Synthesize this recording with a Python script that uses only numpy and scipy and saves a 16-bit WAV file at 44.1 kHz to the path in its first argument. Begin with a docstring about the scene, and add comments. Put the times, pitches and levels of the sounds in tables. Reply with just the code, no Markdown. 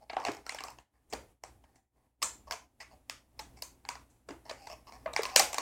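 """A stiff clear plastic pack is worked open with scissors, close to a laptop microphone in a small bedroom.
The shell buckles in short irregular clicks, rubs under the fingers and finally gives with a loud crack;
the steel blades ring as they knock. The near walls add a short echo. A low mains hum wavers underneath,
and a noise suppressor hushes the pauses."""
import sys
import numpy as np
from scipy import signal
from scipy.fft import rfft, irfft
from scipy.io import wavfile
from scipy.ndimage import uniform_filter1d

SR = 44100
rng = np.random.default_rng(int(sys.argv[2]) if len(sys.argv) > 2 else 0)


def file_out(sig):
    """Save sig as 16-bit WAV at sys.argv[1]."""
    # one column per channel
    cols = np.atleast_2d(sig).T
    # limit, then scale
    lim = np.clip(cols, -1, 1)
    pcm = np.round(lim * 32767).astype(np.int16)
    wavfile.write(sys.argv[1], SR, pcm)


N = 247571
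T = np.arange(N) / SR


def undb(db):
    """Decibels to gain."""
    return 10 ** (np.asarray(db) / 20)


def unit(x, size=None):
    """Scale to rms 1 over the first size samples, or over all of x."""
    return x / np.sqrt(np.mean(x[:size] ** 2) + 1e-20)


def add(out, s, x):
    """Mix x in at time s."""
    i = max(int(s * SR), 0)
    out[i:i + len(x)] += x[:max(N - i, 0)]


def along(points, hz):
    """Read (f/Hz, value) points on a log-frequency axis."""
    f, value = np.transpose(points)
    return np.interp(np.log(hz + 1), np.log(f), value)


def colour(x, points):
    """Filter x by a curve of (f/Hz, level/dB) points."""
    hz = np.fft.rfftfreq(len(x), 1 / SR)
    return irfft(rfft(x) * undb(along(points, hz)), len(x))


def resonate(x, hz, width):
    """One resonance, gain 1 at its centre."""
    hz = min(hz, .45 * SR)
    return signal.lfilter(*signal.iirpeak(hz, hz / width, fs=SR), x)


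def waver(rate_hz):
    """Random steps, smoothed twice, at rms 1."""
    hold = int(SR / rate_hz)
    steps = np.repeat(rng.standard_normal(N // hold + 1), hold)
    return unit(uniform_filter1d(uniform_filter1d(steps, hold), hold)[:N])


# mains partials, rumble spectrum and hiss spectrum: f/Hz, relative level/dB
HUM = [(59.5, 1.5), (119.5, -4)]
RUMBLE = [(25, -14.5), (58, 0), (100, -6.5), (170, -15), (270, -7), (450, -18), (800, -17.5), (1500, -31.5),
          (4000, -37.5)]
HISS = [(200, 2), (1000, 7), (2500, 5), (5000, -3), (8000, 3.5), (11000, 5.5), (16000, -12.5)]
# fader on the room tone, sinking in the pauses: t/s, level/dB
ROOM_TONE_FADER = [(0, -60), (.8, -60), (.9, -78), (.95, -63.5), (1.07, -64.5), (1.15, -58.5), (1.32, -57),
                   (1.4, -74.5), (1.48, -58), (1.8, -64), (1.9, -81), (1.97, -64), (2.06, -62.5),
                   (2.18, -78.5), (2.25, -59.5), (2.52, -59.5), (2.7, -65.5), (2.95, -58.5), (3.28, -62.5),
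                   (3.5, -59), (4.15, -58), (4.26, -63), (4.33, -57)]
def room_tone(hum_db=-7.5, rumble_db=-4.5, hiss_db=-16.5, waver_db=2):
    """Behind the pack, mains hum, rumble and faint hiss swell and sink together; the lows also waver."""
    hum = unit(sum(undb(db) * np.sin(2 * np.pi * (hz * T + rng.random())) for hz, db in HUM))
    rumble = unit(colour(rng.standard_normal(N), RUMBLE))
    hiss = unit(colour(rng.standard_normal(N), HISS))
    lows = (undb(hum_db) * hum + undb(rumble_db) * rumble) * undb(waver_db * waver(rate_hz=16))
    fader_db = np.interp(T, *np.transpose(ROOM_TONE_FADER))
    return (lows + undb(hiss_db) * hiss) * undb(fader_db)


# decay of the bedroom: f/Hz, t60/s
ROOM_T60 = [(200, 0.17), (530, 0.36), (1400, 0.2545), (3700, 0.29), (9700, 0.24), (16000, 0.37)]
# echo against the direct sound at the microphone: f/Hz, level/dB
ECHO_LEVEL = [(100, 1.5), (400, -7), (1000, -5.5), (2000, -2.5), (3700, -10.5), (7000, -5), (10000, -5),
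              (16000, -11)]
def bedroom(x, gap_s=0.0056, build_s=0.00097):
    """The near walls answer a few milliseconds late with a short dense tail."""
    t = T[:SR * 3 // 5]
    age = np.maximum(t - gap_s, 0)
    spectrum = rfft(rng.standard_normal(len(t)))
    hz = np.fft.rfftfreq(len(t), 1 / SR)
    edges = np.geomspace(60, 18000, 13)
    tail = 0
    for lo, hi in zip(edges, edges[1:]):
        band = irfft(spectrum * (hz >= lo) * (hz < hi), len(t))
        t60 = along(ROOM_T60, np.sqrt(lo * hi))
        fade = (1 - np.exp(-age / build_s)) * undb(-60 * age / t60)
        tail = tail + band * fade / np.linalg.norm(fade)
    return signal.fftconvolve(x, colour(tail, ECHO_LEVEL))[:N]


# short low bumps at the microphone: t/s, f/Hz, level/dB
LOW_BUMPS = [(0.277, 125.6, -54.5), (.29, 314, -42.5), (1.134, 244, -54), (1.28, 56.7, -63),
             (1.55, 60, -64), (2.228, 195, -64), (2.425, 58, -60), (2.48, 58, -59), (3.005, 56, -64),
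             (4.29, 199, -63), (4.3, 330, -54), (5.192, 440, -40), (5.395, 164, -55)]
def low_bumps(cycles=7, width_hz=70):
    """Dull thuds of the handled pack and, near 60 Hz, brief swells of mains hum; each fades in a few cycles."""
    out, t = np.zeros(N), T[:SR // 5]
    for s, hz, db in LOW_BUMPS:
        tone = np.sin(2 * np.pi * hz * t) * undb(-60 * t * hz / cycles)
        add(out, s, undb(db) * unit(resonate(tone, hz, width_hz), SR // 50))
    return out


# blades clashing or grazing near the microphone: t/s, level/dB
KNOCKS = [(1.1, -62), (1.756, -72.5), (2.227, -34), (4.1, -71.5), (4.159, -80.5)]
# modes of the steel: f/Hz, relative level/dB, t60/s
STEEL_MODES = [(4120, -13, .2), (5254, -16, 0.26), (6000, -5, 0.11), (6250, -6, 0.15), (6750, -7.5, .2),
               (7300, -2.5, 0.25), (7700, -3, 0.13), (8700, -4.5, 0.1), (8580, -0.5, 0.092)]
def blades(width_hz=170):
    """The edges grate past each other, so the steel rings roughly as it fades."""
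    out, t = np.zeros(N), T[:SR // 2]
    for s, db in KNOCKS:
        ring = sum(undb(mode_db - 60 * t / t60) * resonate(rng.standard_normal(len(t)), hz, width_hz)
                   for hz, mode_db, t60 in STEEL_MODES)
        add(out, s, undb(db) * unit(ring, SR // 50))
    return out


# body, crack, treble and air bands of the plastic: low f/Hz, high f/Hz
BAND_EDGES = [(260, 1300), (1400, 3300), (3800, 8500), (9000, 16000)]
BANDS = [signal.butter(3, edges, btype="bandpass", fs=SR, output="sos") for edges in BAND_EDGES]
def split(x, size):
    """Body, crack, treble and air of x, each at rms 1 over the first size samples."""
    return [unit(signal.sosfilt(sos, x), size) for sos in BANDS]


def balance(bands, body_db, peak_hz, peak_db, skirt_db_per_oct2=5.5, air_db=-0.5):
    """Mix the bands: above the body, a fracture or slip is loudest at its pitch and falls to each side."""
    centres_hz = np.sqrt(np.prod(BAND_EDGES[1:], axis=1))
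    octaves = np.log2(centres_hz / peak_hz)
    upper_db = peak_db - skirt_db_per_oct2 * octaves ** 2 + np.array([0, 0, air_db])
    return sum(undb(db) * band for db, band in zip((body_db, *upper_db), bands))


# resonances of the plastic shell: f/Hz, width/Hz, level/dB
SHELL_MODES = [(289, 75, -9), (450.2, 17, -3.5), (521, 18, -6), (670, 120, 0), (788.5, 39, 0.5),
               (889, 160, -6), (1067, 142, 0), (1835, 310, -5), (2159, 300, 4), (2536, 230, -2),
               (2840, 380, -14), (4513, 610, 1), (5177, 480, -1.5), (6410, 220, -9), (7530, 1700, -15.5),
               (12600, 6600, -12.5), (15500, 740, -25)]
def shell(force, blur=1, bend=0.05, place_db=6.5):
    """The pack rings; its bend detunes the modes, the place of the push weights them, blur widens them."""
    chance = rng.standard_normal((len(SHELL_MODES), 2))
    ring = 0
    for (hz, width, db), (detune, weight) in zip(SHELL_MODES, chance):
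        mode = resonate(force, hz * (1 + bend * detune), min(blur * width, SR / 10))
        ring = ring + undb(db + place_db * weight) * mode
    return ring


# plastic scraping on fingers and blades: start t/s, end t/s, body level/dB, scrape level/dB
RUBS = [(0, 0.043, -57, -72), (0.175, 0.28, -48.5, -62), (0.254, 0.352, -61, -57), (.445, 0.739, -61, -63),
        (.935, 0.987, -73, -86), (1.102, 1.145, -74, -66), (1.135, 1.16, -47, -57),
        (1.632, 1.809, -73, -84), (1.951, 2.078, -74, -94), (2.47, 2.515, -54, -64),
        (2.508, 2.547, -46, -51), (2.803, 2.835, -57, -56.5), (2.903, 2.945, -60, -69.5),
        (3.563, 3.597, -64.5, -63), (4.451, 4.496, -56, -63), (4.565, 4.743, -60.5, -63),
        (4.696, 4.742, -49, -52), (4.867, 4.9, -54.5, -59), (4.924, 4.973, -56, -62.5),
        (4.98, 5.057, -69.5, -76), (5.281, 5.356, -47.5, -54.5), (5.561, 5.63, -50.5, -50.5)]
def rubs(slips_per_s=1100, slip_hz=3730, spread_db=4, taper=0.16):
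    """Stick and slip: a run of uneven little ticks that locks on to the shell's resonances."""
    out = np.zeros(N)
    for start, end, body_db, scrape_db in RUBS:
        n = max(int((end - start) * SR), SR // 100)
        slips = (rng.random(n) < slips_per_s / SR) * rng.choice([-1, 1], n)
        sizes = undb(spread_db * np.minimum(rng.exponential(size=n), 3))
        force = np.pad(slips * sizes * signal.windows.tukey(n, taper), (0, SR // 20))
        ring = shell(shell(force, bend=0.024), blur=1.6, bend=0.028)
        add(out, start, balance(split(ring, n), body_db, slip_hz, scrape_db))
    return out


# squeezes of the pack: start t/s, end t/s, level/dB
SQUEEZES = [(0.182, 0.379, -55.5), (.505, .555, -47), (.595, .64, -49), (0.692, .72, -58.5),
            (4.919, 4.958, -60.5), (5.115, 5.155, -49), (5.211, 5.308, -50)]
def crinkles(per_s=38, ms=1.2, panel_hz=835, fracture_hz=4100, body_db=1.5, spread_db=3, spread_oct=.3):
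    """The squeezed pack crinkles: rows of small snaps at uneven moments, varied in size and pitch."""
    rows = []
    for start, end, db in SQUEEZES:
        n = max(round((end - start) * per_s), 1)
        times = start + (end - start) * (np.arange(n) + rng.random(n)) / n
        for s, (size, panel, fracture) in zip(times, rng.standard_normal((n, 3))):
            snap_db = db + spread_db * size
            rows.append((s, ms, panel_hz * 2 ** (spread_oct * panel), snap_db + body_db,
                         fracture_hz * 2 ** (spread_oct * fracture), snap_db))
    return rows


# single snaps of the plastic, close to the microphone:
# t/s, buckling length/ms, panel f/Hz, body level/dB, fracture f/Hz, fracture level/dB
SNAPS = [(.097, 4.6, 796, -42.5, 1950, -43.5), (.1305, 4, 790, -42.5, 2270, -48.5),
         (.167, 1.2, 896, -28.5, 1940, -42), (.25, 1.6, 715, -35.5, 3130, -36.5),
         (.263, 10.8, 680, -37, 2450, -40), (.283, 5, 398, -35, 2190, -41),
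         (.4646, 1.6, 1340, -48, 4100, -48), (.493, 2, 780, -48, 2980, -36.5),
         (.585, 3.7, 766, -61, 2113, -43), (.647, 3.6, 840, -47.5, 2600, -69),
         (.682, 2.6, 860, -47.5, 3200, -51.5), (.786, 0.88, 814, -56, 2970, -57),
         (1.125, 4.6, 412, -42.5, 3200, -44.5), (1.1334, 3, 407, -38, 4150, -41),
         (1.4366, 1.3, 790, -45.5, 3820, -47.5), (1.638, 4.3, 806, -62, 2700, -69.5),
         (1.757, 4.4, 970, -76, 3700, -69.5), (2.218, 3.1, 1100, -45, 3480, -42.5),
         (2.225, 4.96, 1070, -35, 4460, -30.5), (2.5096, 1.47, 936, -40, 3780, -37),
         (2.521, 3, 1010, -44, 3830, -40), (2.801, 12.3, 827, -57, 3100, -49.5),
         (3.097, 1.05, 1200, -48, 3870, -38.5), (3.391, 6.2, 833, -46.5, 4100, -43.5),
         (3.6212, 3.1, 990, -49.5, 5640, -39.5), (3.851, .8, 850, -52.5, 2620, -54.5),
         (3.8886, 1.68, 957, -39, 3630, -37), (3.954, 0.59, 1030, -51, 3180, -52.5),
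         (4.287, 4.5, 335, -44, 2840, -49.5), (4.305, 4.1, 315, -43.5, 3000, -52.5),
         (4.494, 5.34, 685, -45, 3200, -43.5), (4.51, 2.9, 580, -42, 3280, -46.5),
         (4.67, 3.4, 740, -46.5, 3470, -49.5), (5.059, 3.1, 637, -32.5, 1430, -40.5),
         (5.163, 1.2, 818, -33, 2830, -28), (5.1918, 1.97, 447, -32, 1912, -52),
         (5.2327, 1.6, 1050, -41.5, 4650, -37.5), (5.2535, .6, 1030, -38, 3000, -37),
         (5.3607, 1.42, 544, -22.5, 4500, -13.5), (5.394, 3.1, 640, -27, 4940, -22),
         (5.4005, 1.25, 770, -26, 3320, -27), (5.529, 4.3, 920, -43.5, 4230, -39.5),
         (5.543, 2.3, 817, -41, 4000, -37), (5.5818, 2.4, 1020, -31, 3700, -32.5)]
def snaps(rows, blur, kick=1.6, flutter=0.24, flutter_s=0.0055, strain=0.087, strain_s=0.0018):
    """A crease pops through in a burst of tiny fractures, ringing the shell and the panel that flexes."""
    lead_s = .004
    attack = int((lead_s + .008) * SR)
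    out, t = np.zeros(N), T[:SR // 20] - lead_s
    after, before = np.maximum(t, 0), np.minimum(t, 0)
    for s, ms, panel_hz, body_db, fracture_hz, fracture_db in rows:
        age = after * 1000 / ms  # in buckling lengths
        burst = 2 * age * np.exp(1 - 2 * age)
        # the crease creaks as it is strained; then bending waves bounce between the folds
        creak = strain * np.exp(before / strain_s - age)
        bounces = flutter * (1 - np.exp(-age)) * np.exp(-after / flutter_s)
        force = rng.standard_normal(len(t)) * (creak + burst + bounces)
        force[np.argmax(age > .5)] += kick  # at the crest of the burst
        body, *upper = split(shell(force, blur), attack)
        panel = unit(resonate(body, panel_hz, width=100), attack)
        body = unit(body + panel, attack)
        add(out, s - lead_s, balance([body, *upper], body_db, fracture_hz, fracture_db))
    return out


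def scene(echoes=2, all_faces_blur=3.7):
    """One face of the pack points at the microphone; the walls hear all faces, their modes blurred."""
    creases = SNAPS + crinkles()
    other_sounds = blades() + rubs() + low_bumps()
    echo = sum(bedroom(snaps(creases, all_faces_blur) + other_sounds) for _ in range(echoes))
    direct = snaps(creases, blur=0.98) + other_sounds
    return (direct + echo / np.sqrt(echoes) + room_tone())[None]


def suppress(x, threshold_db=-67, slope=0.6, depth_db=6, window_s=0.023):
    """The laptop's noise suppressor turns the sound down while the upper bands are quiet."""
    heard = sum(signal.sosfilt(sos, x) for sos in BANDS[1:])
    power = np.abs(uniform_filter1d(heard ** 2, int(window_s * SR)))
    level_db = 10 * np.log10(power + 1e-14)
    cut_db = np.clip(slope * (threshold_db - level_db), 0, depth_db)
    return x * undb(-uniform_filter1d(cut_db, SR // 50))


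def record(dry, ceiling=0.45, top_hz=16200):
    """The close laptop microphone rounds the loudest crack, hushes the pauses and cuts the top."""
    rounded = ceiling * np.tanh(dry / ceiling)
    lowpass = signal.ellip(8, .2, 70, top_hz, fs=SR, output="sos")
    return signal.sosfilt(lowpass, suppress(rounded))


dry = scene()
out = record(dry)
file_out(out)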